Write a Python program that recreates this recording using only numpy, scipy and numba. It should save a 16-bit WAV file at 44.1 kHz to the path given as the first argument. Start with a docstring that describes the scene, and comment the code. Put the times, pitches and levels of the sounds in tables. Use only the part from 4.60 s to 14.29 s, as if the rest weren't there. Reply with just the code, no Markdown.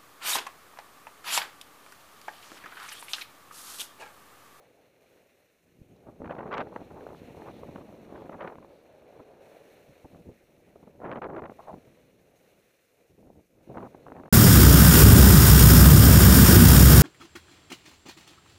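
"""Wind buffets a small hand-held camera while a skier links turns down a soft snow slope.
The air hits the microphone port as filtered random pulses: faster flow is louder and brighter, its eddies smaller.
Now and then air skimming the port rings it like a bottle. Under the wind the skis rush over the snow, hiss and
throw up spray, all shaped noise coloured by the camera's housing. Edges rasp on firm patches and gear squeaks."""
import sys
import numpy as np
from scipy import signal
from scipy.fft import rfft, irfft
from scipy.io import wavfile
from scipy.ndimage import uniform_filter1d
from numba import njit

SR = 44100
rng = np.random.default_rng(int(sys.argv[2]) if len(sys.argv) > 2 else 0)


def bounce(signal):
    """Save signal as a 16-bit WAV file at the path given by the first command-line argument."""
    frames = np.transpose(np.atleast_2d(signal))
    limited = np.clip(frames, -1, 1)
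    pcm = np.round(limited * 32767).astype(np.int16)
    wavfile.write(sys.argv[1], SR, pcm)


N = 427329
T = np.arange(N) / SR  # time of each sample, s
FREQS = np.maximum(np.arange(N // 2 + 1) * SR / N, 1)  # frequency of each spectrum bin, Hz

# rush of the ski bases, following speed and weight on the snow: (time [s], level [dB])
GLIDE_LEVELS = [(0, -60.5), (.33, -68.5), (.5, -65.5), (.6, -63.5), (.68, -69.5), (.8, -70), (1.05, -76.5),
                (1.5, -63), (2.1, -53.5), (2.85, -64), (3.65, -56), (4.08, -59.5), (4.22, -60),
                (4.6, -54.5), (4.73, -57.5), (4.88, -55.5), (5.05, -58), (5.85, -69.5), (6.2, -63.5),
                (7.95, -66.5), (8.15, -73), (8.28, -74), (8.39, -66.5), (8.5, -71), (8.87, -79),
                (8.96, -70.5), (9.12, -60), (9.69, -61.5)]


def undb(db):
    """Decibels to gain."""
    return 10 ** (np.asarray(db) / 20)


def unit(x):
    """Scale to rms 1."""
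    return x / np.sqrt(np.mean(x ** 2))


def level_curve(table):
    """Join the (time, level) points of a table by straight lines."""
    times, levels = np.transpose(table)
    return np.interp(T, times, levels)


def walk(rate_hz, size=16384):
    """Smooth random motion up to about rate_hz, spread about 1."""
    hz = np.arange(size // 2 + 1) * SR / N
    slow = irfft(rfft(rng.standard_normal(size)) / (1 + (hz / rate_hz) ** 4))
    return np.interp(T, np.linspace(0, N / SR, size), unit(slow))


def waver_db(rate_hz, depth_db):
    """Random wavering in dB that never strays beyond twice depth_db."""
    return depth_db * 2 * np.tanh(walk(rate_hz) / 2)


def flutter(rate_hz, depth_db):
    """A randomly wavering gain of mean power 1."""
    return unit(undb(waver_db(rate_hz, depth_db)))


def grains(per_second, spread_db):
    """Random single-sample impulses of uneven size and either sign, rms 1 overall."""
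    hit = rng.random(N) < per_second / SR
    sign = rng.choice([-1, 1], N)
    size = undb(spread_db * np.clip(rng.standard_normal(N), -2, 2))
    return unit(hit * sign * size)


def colour(x, spectrum, lo_hz, hi_hz):
    """Shape white noise x by a spectrum, so that its band lo_hz-hi_hz has rms about 1."""
    hz, db = np.transpose(spectrum)
    gain = undb(np.interp(np.log(FREQS), np.log(hz), db))
    in_band = (FREQS > lo_hz) & (FREQS < hi_hz)
    band_rms = np.sqrt(np.mean(gain ** 2 * in_band))
    return irfft(rfft(unit(x)) * gain / band_rms, N)


def band(hz, width_hz):
    """Noise in one resonance, rms 1."""
    resonance = 1 / (1 + ((FREQS - hz) / (width_hz / 2)) ** 2)
    return unit(irfft(rfft(rng.standard_normal(N)) * resonance, N))


def swell(s, db, half):
    """Gain of a bell-shaped swell centred on s; it is down to 37 % at half seconds to either side."""
    return undb(db) * np.exp(-((T - s) / half) ** 2)


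def shifted(x, octaves):
    """Slide the whole spectrum of x up or down over time by reading it faster or slower."""
    position = np.cumsum(2 ** octaves) % N
    return np.interp(position, np.arange(N), x)


def steadied(x, window_s, share):
    """Even out a share of the chance swings in the level of x."""
    size = int(window_s * SR)
    power = uniform_filter1d(uniform_filter1d(x ** 2, size), size)
    return x / np.maximum(power, 1e-6) ** (share / 2)


@njit
def lowpass(x, hz, order):
    """A chain of one-pole low-passes whose corner moves every sample."""
    y, state = np.empty(len(x)), np.zeros(order)
    for i in range(len(x)):
        g = np.tan(np.pi * min(hz[i], .4 * SR) / SR)
        v = x[i]
        for k in range(order):
            step = (v - state[k]) * g / (1 + g)
            v = state[k] + step
            state[k] = v + step
        y[i] = v
    return y


def squeaks():
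    """Tiny squeaks of the gear: brief, thin stick-slip tones."""
    # (time [s], level [dB], half length [s], pitch [Hz])
    squeak_list = [(1.326, -79, .009, 6550), (7.768, -76.5, .011, 6480)]
    # a sine times the square root of 2 has rms 1
    return sum(swell(s, db, half) * np.sqrt(2) * np.sin(2 * np.pi * hz * T) for s, db, half, hz in squeak_list)


def edges():
    """Steel edges rasp over firmer patches of snow: swells of noise, each in one broad resonance."""
    # (time [s], level [dB], half length [s], centre [Hz])
    rasp_list = [(.84, -79, .04, 1900), (1.275, -78.5, .16, 2530), (1.365, -75, .008, 4000),
                 (2.573, -69, .03, 3700), (2.68, -67, 0.088, 2380), (2.958, -69, 0.064, 3600),
                 (3.593, -71, 0.073, 3370), (4.15, -79, 0.089, 4000), (5.01, -72, 0.15, 1800),
                 (5.777, -72, .05, 2000), (6.07, -72, 0.054, 2200), (9.044, -71, .003, 2080)]
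    width = 0.48  # as a share of the centre
    return sum(swell(s, db, half) * band(hz, width * hz) for s, db, half, hz in rasp_list)


def carve(bite, apex, swell_db_per_s, fade_db_per_s):
    """Gain of one turn: the edges bite quickly, press harder up to the apex, then ease off."""
    bite_s = 0.0085  # time the edges take to catch
    below_db = np.maximum(swell_db_per_s * (apex - T), fade_db_per_s * (T - apex))
    return np.clip((T - bite) / bite_s, 0, 1) * undb(-below_db)


def snow_levels():
    """Gains of rush, hiss and spray: the turns add their power to that of skis running flat."""
    # turns, levels before the trims in skis():
    # (edges bite [s], apex [s], hiss of the edges at the apex [dB], fine spray at the apex [dB])
    turn_list = [(0, 0.027, -72.5, -83.5), (0.4, 0.48, -73, -80), (2.13, 2.81, -64.5, -75),
                 (4.805, 5.125, -67.5, -75.5), (6.9, 7.004, -70, -77.5), (7.752, 7.88, -73, -78),
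                 (9.023, 9.255, -74, -79.5)]
    running_hiss_db = -15.5  # hiss of skis running flat, relative to the rush
    faint_hiss_db, faint_spray_db = -83.5, -82  # what stays between turns
    base = undb(level_curve(GLIDE_LEVELS))
    edge_power = (base * undb(running_hiss_db)) ** 2 + undb(faint_hiss_db) ** 2
    powder_power = undb(faint_spray_db) ** 2
    for bite, apex, hiss_db, spray_db in turn_list:
        edge = undb(hiss_db) * carve(bite, apex, swell_db_per_s=14.5, fade_db_per_s=11)
        powder = undb(spray_db) * carve(bite, apex, swell_db_per_s=7.5, fade_db_per_s=8)
        edge_power = edge_power + edge ** 2
        powder_power = powder_power + powder ** 2
    return base, np.sqrt(edge_power), np.sqrt(powder_power)


def skis():
    """The bases pack the snow with a hollow rush, the edges shear crystals, and loose powder sprays."""
    # spectra of the rush, the hiss and the spray: (frequency [Hz], relative level [dB per Hz])
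    rush_spectrum = [(30, -23), (100, -13.5), (220, -11), (350, -4), (530, 0.5), (650, -5), (800, -11),
                     (1050, -20.5), (1600, -23.5), (3000, -77)]
    hiss_spectrum = [(500, -25), (1000, -4.5), (1700, 0.5), (2400, 3), (2900, -1), (3170, -7), (3550, -5),
                     (4280, -4), (4750, -20), (5850, -10.5), (6750, -16.5), (7500, -23), (9000, -20),
                     (15000, -24)]
    spray_spectrum = [(2500, -13), (5000, -1.5), (6500, 3), (7550, -2), (8300, 0), (9100, -1.5),
                      (9800, 1.5), (10250, -2), (10900, 2), (11650, -2.5), (12400, 1.5), (15500, -0.5)]
    hiss_trim_db, spray_trim_db = -0.5, -0.73
    rise_per_db, wander = 0.0041, 0.06  # shift of the rush, octaves: with its level, and by chance

    base, edge, powder = snow_levels()
    glide_db = level_curve(GLIDE_LEVELS)
    octaves = rise_per_db * (glide_db - glide_db.mean()) + wander * walk(rate_hz=9.01)
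    rush = colour(grains(per_second=5000, spread_db=3.0), rush_spectrum, 346, 570)
    rush = shifted(rush, octaves) * flutter(rate_hz=33, depth_db=1.7)
    hiss = colour(grains(per_second=14000, spread_db=6.0), hiss_spectrum, 1760, 3800)
    hiss = hiss * flutter(rate_hz=48, depth_db=1.08)
    spray = colour(rng.standard_normal(N), spray_spectrum, 6100, 13400)
    spray = spray * flutter(rate_hz=33, depth_db=1.0)
    uneven_snow = flutter(rate_hz=13.0, depth_db=0.8)  # moves rush and hiss together
    on_snow = uneven_snow * (rush * base + hiss * edge * undb(hiss_trim_db))
    return on_snow + spray * powder * undb(spray_trim_db)


def skim():
    """Air skims across the port and blows it like a bottle, ringing its broad, hollow resonance."""
    # (time [s], level [dB], half length [s])
    skim_list = [(1.73, -46.5, 0.012), (1.832, -44, .014), (2.386, -51.5, 0.033), (3.818, -42.5, .016),
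                 (3.876, -48, .012), (3.92, -50, 0.018), (7, -46.5, 0.011), (7.038, -56.5, 0.04),
                 (7.084, -41.5, 0.011), (7.107, -42.5, 0.01)]
    # spectrum of the port's resonance: (frequency [Hz], relative level [dB per Hz])
    port_spectrum = [(300, -18.5), (550, 2), (760, -0.5), (1080, -4), (1450, -17), (2500, -37), (5000, -74)]
    blow = sum(swell(s, db, half) for s, db, half in skim_list)
    puffs = grains(per_second=2500, spread_db=3)
    return blow * colour(puffs, port_spectrum, 300, 2500)


def airflow():
    """Level (dB) and eddy roll-off (Hz) of the flow, before wind() adjusts them: steady air plus buffets."""
    # steady airflow over the microphone, following the skier's speed: (time [s], level [dB])
    steady_levels = [(0, -73), (.98, -76.5), (1.06, -68.5), (1.22, -61.5), (1.57, -55), (1.8, -40),
                     (2.3, -53), (3.0, -46.5), (3.4, -49.5), (3.96, -52), (4.12, -66), (5.0, -69),
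                     (5.85, -65), (6.4, -56.5), (7.3, -62.5), (8.05, -70), (8.15, -83.5), (8.45, -77),
                     (8.88, -68.5), (9.0, -61.5), (9.4, -57)]
    # buffets, where the flow catches the port, holds on and lets go:
    # (start [s], rise before it [s], length [s], level [dB], eddy roll-off [Hz])
    buffet_list = [(1.19, 0.0035, .022, -57.5, 324), (1.469, 0.0054, .027, -46, 800),
                   (1.623, .003, 0.049, -40, 660), (1.697, 0.0024, 0.027, -37.5, 1270),
                   (1.737, .003, 0.28, -41.5, 930), (1.924, 0.012, 0.026, -32, 1780),
                   (1.973, 0.0064, 0.038, -30, 1760), (2.056, .003, 0.026, -45, 890),
                   (2.121, .002, 0.091, -45.5, 920), (2.347, .005, 0.18, -47.5, 810),
                   (2.79, .02, .115, -46, 875), (3.5, .01, 0.16, -46, 860),
                   (3.718, 0.0057, 0.031, -42, 1100), (3.781, 0.004, 0.16, -48, 1180),
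                   (3.808, 0.013, 0.022, -39.5, 1580), (3.853, .005, 0.022, -44, 1370),
                   (5.298, 0.013, 0.015, -55, 346), (5.551, .05, 0.06, -51.5, 535),
                   (5.681, 0.031, 0.035, -48, 460), (6.405, 0.004, .04, -45, 990),
                   (6.439, 0.004, 0.072, -38, 1120), (6.499, 0.006, 0.032, -34.5, 1140),
                   (6.545, .003, .04, -37, 1110), (6.618, 0.0026, .05, -36.5, 1220),
                   (6.688, .003, .067, -38.5, 930), (6.755, 0.013, 0.041, -36, 1060),
                   (6.821, .002, .039, -36.5, 940), (6.87, .003, 0.038, -45.5, 814),
                   (7.092, 0.0033, .084, -46.5, 640), (8.502, 0.0037, .042, -59.5, 370),
                   (8.587, .008, 0.21, -55, 564), (9.075, .003, .03, -48.5, 560),
                   (9.101, 0.0077, 0.028, -41.5, 650), (9.146, 0.0045, 0.069, -40.5, 880),
                   (9.219, .004, 0.045, -39.5, 850), (9.461, .004, 0.25, -49, 705),
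                   (9.553, 0.005, .045, -44, 1000)]
    release_s = 0.012
    # faster air makes smaller eddies: the roll-off is calm_hz + rise_hz at reference_db,
    # and the rise doubles every doubling_db
    calm_hz, rise_hz, reference_db, doubling_db = 372, 258, -50, 11.5

    steady_db = level_curve(steady_levels)
    force = undb(steady_db)
    edge_hz = calm_hz + rise_hz * 2 ** ((steady_db - reference_db) / doubling_db)
    for s, rise, length, db, hz in buffet_list:
        near = (T > s - 3 * rise) & (T < s + length + 3 * release_s)
        age = T[near] - s
        before = np.minimum(age, 0) / rise
        after = np.maximum(age - length, 0) / release_s
        grip = np.exp(-before ** 2 - after ** 2)
        force[near] += grip * (undb(db) - force[near])
        edge_hz[near] += grip * (hz - edge_hz[near])
    return 20 * np.log10(force), edge_hz


def eddies(pressure, edge_hz, low_hz, order):
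    """Turbulence dies away ever more steeply above edge_hz; the port passes little below low_hz. Rms near 1."""
    y = lowpass(pressure, edge_hz * np.sqrt(order / 2), order)
    # taking away the lows leaves the highs
    y = y - lowpass(y, low_hz, order=1)
    y = y - lowpass(y, np.full(N, 24.), order=1)
    width_hz = 2 / 3 * edge_hz / (1 + np.sqrt(2) * low_hz / edge_hz) ** 2
    return y * np.sqrt(SR / 2 / width_hz)  # make up for the power lost outside the band


def wind():
    """Eddies strike the port in clumps; each surge is both louder and brighter."""
    # single gusts that slap the port, the shortest as sharp cracks; level and roll-off before the trims below:
    # (time [s], level [dB], eddy roll-off [Hz], fade [s])
    gust_list = [(1.218, -42, 350, 0.0038), (1.322, -50.5, 400, 0.0083), (1.485, -44, 910, 0.0043),
                 (1.604, -39, 520, 0.0043), (1.619, -36.5, 1350, 0.0024), (1.645, -42, 1640, 0.0038),
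                 (1.659, -40, 1640, 0.006), (1.677, -39.5, 1750, 0.0028), (1.698, -35, 1290, .004),
                 (1.71, -30, 1550, 0.004), (1.723, -39.5, 1560, 0.0048), (1.753, -38, 2200, 0.0013),
                 (1.767, -39.5, 1100, 0.0028), (1.789, -36, 1480, 0.01), (1.809, -36.5, 1330, 0.0072),
                 (1.83, -36, 1240, 0.0037), (1.836, -46, 1750, 0.0017), (1.86, -34, 950, 0.0054),
                 (1.868, -41, 1550, 0.00086), (1.877, -37, 1440, 0.0012), (1.912, -35.5, 1550, 0.0036),
                 (1.929, -29.5, 2500, 0.0021), (1.942, -33, 3000, 0.0023), (1.977, -38.5, 3960, 0.00067),
                 (1.981, -29, 3400, 0.00091), (2.008, -32.5, 2480, 0.0028), (2.071, -41, 1040, 0.0037),
                 (2.126, -41.5, 1150, 0.0039), (2.162, -29.5, 1320, 0.0037), (2.175, -47, 1600, 0.002),
                 (2.223, -40, 600, 0.0059), (2.309, -44.5, 1020, 0.012), (2.37, -42, 950, 0.008),
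                 (2.409, -41.5, 1300, 0.0027), (2.467, -35.5, 980, 0.0026), (2.478, -43.5, 1140, 0.0029),
                 (2.491, -45, 1500, 0.0014), (2.505, -40.5, 840, 0.0036), (2.532, -44, 950, 0.0035),
                 (2.548, -40.5, 900, 0.0037), (2.618, -43, 600, .004), (2.686, -44, 550, .005),
                 (2.748, -46, 950, 0.0035), (2.771, -38, 870, 0.0032), (2.82, -38, 1250, 0.0021),
                 (2.867, -44, 1160, 0.0099), (2.885, -41, 1100, 0.0082), (3.034, -37, 1220, 0.003),
                 (3.089, -38, 583, 0.0055), (3.16, -36, 1300, 0.0046), (3.182, -43.5, 1050, 0.0057),
                 (3.212, -43, 845, 0.0042), (3.327, -44.5, 1000, 0.0026), (3.525, -39.5, 744, 0.0028),
                 (3.559, -42, 1440, 0.0048), (3.621, -40.5, 1030, 0.0035), (3.669, -48, 1200, 0.0036),
                 (3.696, -35, 1220, 0.0043), (3.729, -44.5, 1390, 0.0044), (3.822, -39, 1680, 0.0066),
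                 (3.849, -35, 1250, 0.01), (3.877, -37.5, 1950, 0.0064), (3.9, -44, 1250, .004),
                 (3.923, -43, 1140, 0.0038), (3.956, -41, 1900, 0.0013), (3.985, -41.5, 1230, 0.0036),
                 (4.028, -50, 1250, 0.0098), (4.047, -45.5, 1250, 0.0027), (4.601, -44.5, 1150, 0.013),
                 (5.451, -43.5, 816, 0.012), (5.548, -45.5, 950, 0.0032), (5.56, -47, 700, 0.005),
                 (5.608, -48, 480, .008), (5.692, -37.5, 446, 0.0061), (6.159, -44, 800, 0.0053),
                 (6.232, -50, 750, 0.011), (6.275, -46.5, 666, 0.0083), (6.45, -36, 1320, 0.0034),
                 (6.461, -32.5, 1270, .003), (6.516, -33, 1770, 0.0031), (6.526, -34, 2050, 0.0017),
                 (6.534, -33, 1580, 0.0028), (6.559, -33, 1500, 0.0047), (6.572, -35, 1250, 0.0045),
                 (6.621, -35, 1660, 0.0054), (6.633, -35, 1550, 0.0051), (6.643, -34, 1890, 0.0036),
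                 (6.701, -35.5, 1120, 0.0035), (6.766, -38, 1650, 0.003), (6.78, -36, 1370, 0.0043),
                 (6.793, -38, 1400, 0.0046), (6.821, -32, 1250, 0.0025), (6.839, -39, 1700, .003),
                 (6.857, -40.5, 1900, 0.0043), (6.864, -45, 2050, 0.0012), (6.898, -40, 1300, 0.0031),
                 (6.92, -41.5, 850, 0.0035), (7.131, -37.5, 750, .004), (7.142, -35.5, 950, 0.0042),
                 (7.276, -51, 560, 0.0073), (8.585, -51.5, 600, 0.0038), (8.628, -52, 680, 0.0033),
                 (8.671, -49.5, 680, 0.0056), (8.702, -42.5, 526, 0.0025), (8.757, -51.5, 780, 0.0031),
                 (8.773, -49.5, 330, 0.0079), (9.116, -39, 715, 0.0038), (9.148, -42.5, 1100, 0.0054),
                 (9.173, -31.5, 1230, 0.0043), (9.182, -35.5, 1450, 0.002), (9.206, -41, 1090, 0.0042),
                 (9.23, -39, 1460, 0.0029), (9.261, -45, 1100, 0.0065), (9.348, -39.5, 880, 0.0051),
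                 (9.466, -43, 1250, 0.0066), (9.484, -38.5, 1280, 0.0027), (9.502, -43, 1100, 0.0031),
                 (9.521, -38, 1140, 0.0039), (9.566, -43.5, 1420, 0.0043), (9.636, -40.5, 1300, 0.0032),
                 (9.658, -44, 1180, 0.0076), (9.681, -44, 1300, .003)]
    flow_trim_db, gust_trim_db = -1.86, -0.2
    crackle_db, crunch_db = -14, -10  # gains beside the roar
    slap_db = 16  # size of a gust's pulse, relative to the rms of the random pressure
    bass_share = 0.26  # the port's bass corner as a share of the roll-off
    brightening = 0.19 / 2  # how far the roll-off follows a surge, as a power of its gain

    level_db, edge_hz = airflow()
    low_hz = bass_share * edge_hz
    surge_db = waver_db(rate_hz=160, depth_db=2.0) + waver_db(rate_hz=33, depth_db=2.0)
    force = undb(level_db + surge_db + flow_trim_db)
    # small eddies come in packets with gaps between them, so the top sputters more than the bass
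    edge_hz = edge_hz * undb(brightening * surge_db) * flutter(rate_hz=210, depth_db=1.5)
    pressure = unit(grains(per_second=1200, spread_db=3.5) + 0.83 * rng.standard_normal(N))

    cores, caught = np.zeros(N), np.zeros(N)
    for s, db, hz, fade in gust_list:
        near = np.abs(T - s) < 5 * fade
        age = (T[near] - s) / fade
        grip = np.exp(-np.where(age < 0, 1.9 * age, age) ** 2)  # a gust hits faster than it fades
        force[near] += grip * (undb(db + gust_trim_db) - force[near])
        edge_hz[near] += grip * (hz - edge_hz[near])
        # its core is one big vortex, a single pressure pulse
        pressure[near] *= 1 - grip ** 4 / 3
        cores[int(s * SR)] = undb(slap_db)
        caught[near] += grip

    roar = eddies(pressure + cores, 0.81 * edge_hz, low_hz, order=8)
    roar = steadied(roar, window_s=0.011, share=0.59)
    # lone, tight vortices crackle above the roar
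    vortices = grains(per_second=170, spread_db=1.0)
    crackle = eddies(vortices, 0.92 * edge_hz, edge_hz / 2, order=8)
    # each gust breaks up into a brief, bright crunch
    fragments = caught * grains(per_second=2500, spread_db=2.0)
    crunch = eddies(fragments, np.minimum(1.17 * edge_hz, 2300), 0.86 * edge_hz, order=10)
    return force * (roar + undb(crackle_db) * crackle + undb(crunch_db) * crunch)


def scene():
    """Wind and skis in the open, with no echo."""
    return (squeaks() + edges() + skis() + skim() + wind())[None]


def record(dry):
    """The microphone rounds the hardest buffets and the camera cuts the top steeply."""
    ceiling = .095  # loudest sample value the rounding lets through
    top_hz = 15300
    rounded = ceiling * np.tanh(dry / ceiling)
    steep_cut = signal.ellip(12, .1, 70, top_hz, fs=SR, output="sos")  # .1 dB ripple, 70 dB down above
    return signal.sosfilt(steep_cut, rounded)


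dry = scene()
out = record(dry)
bounce(out)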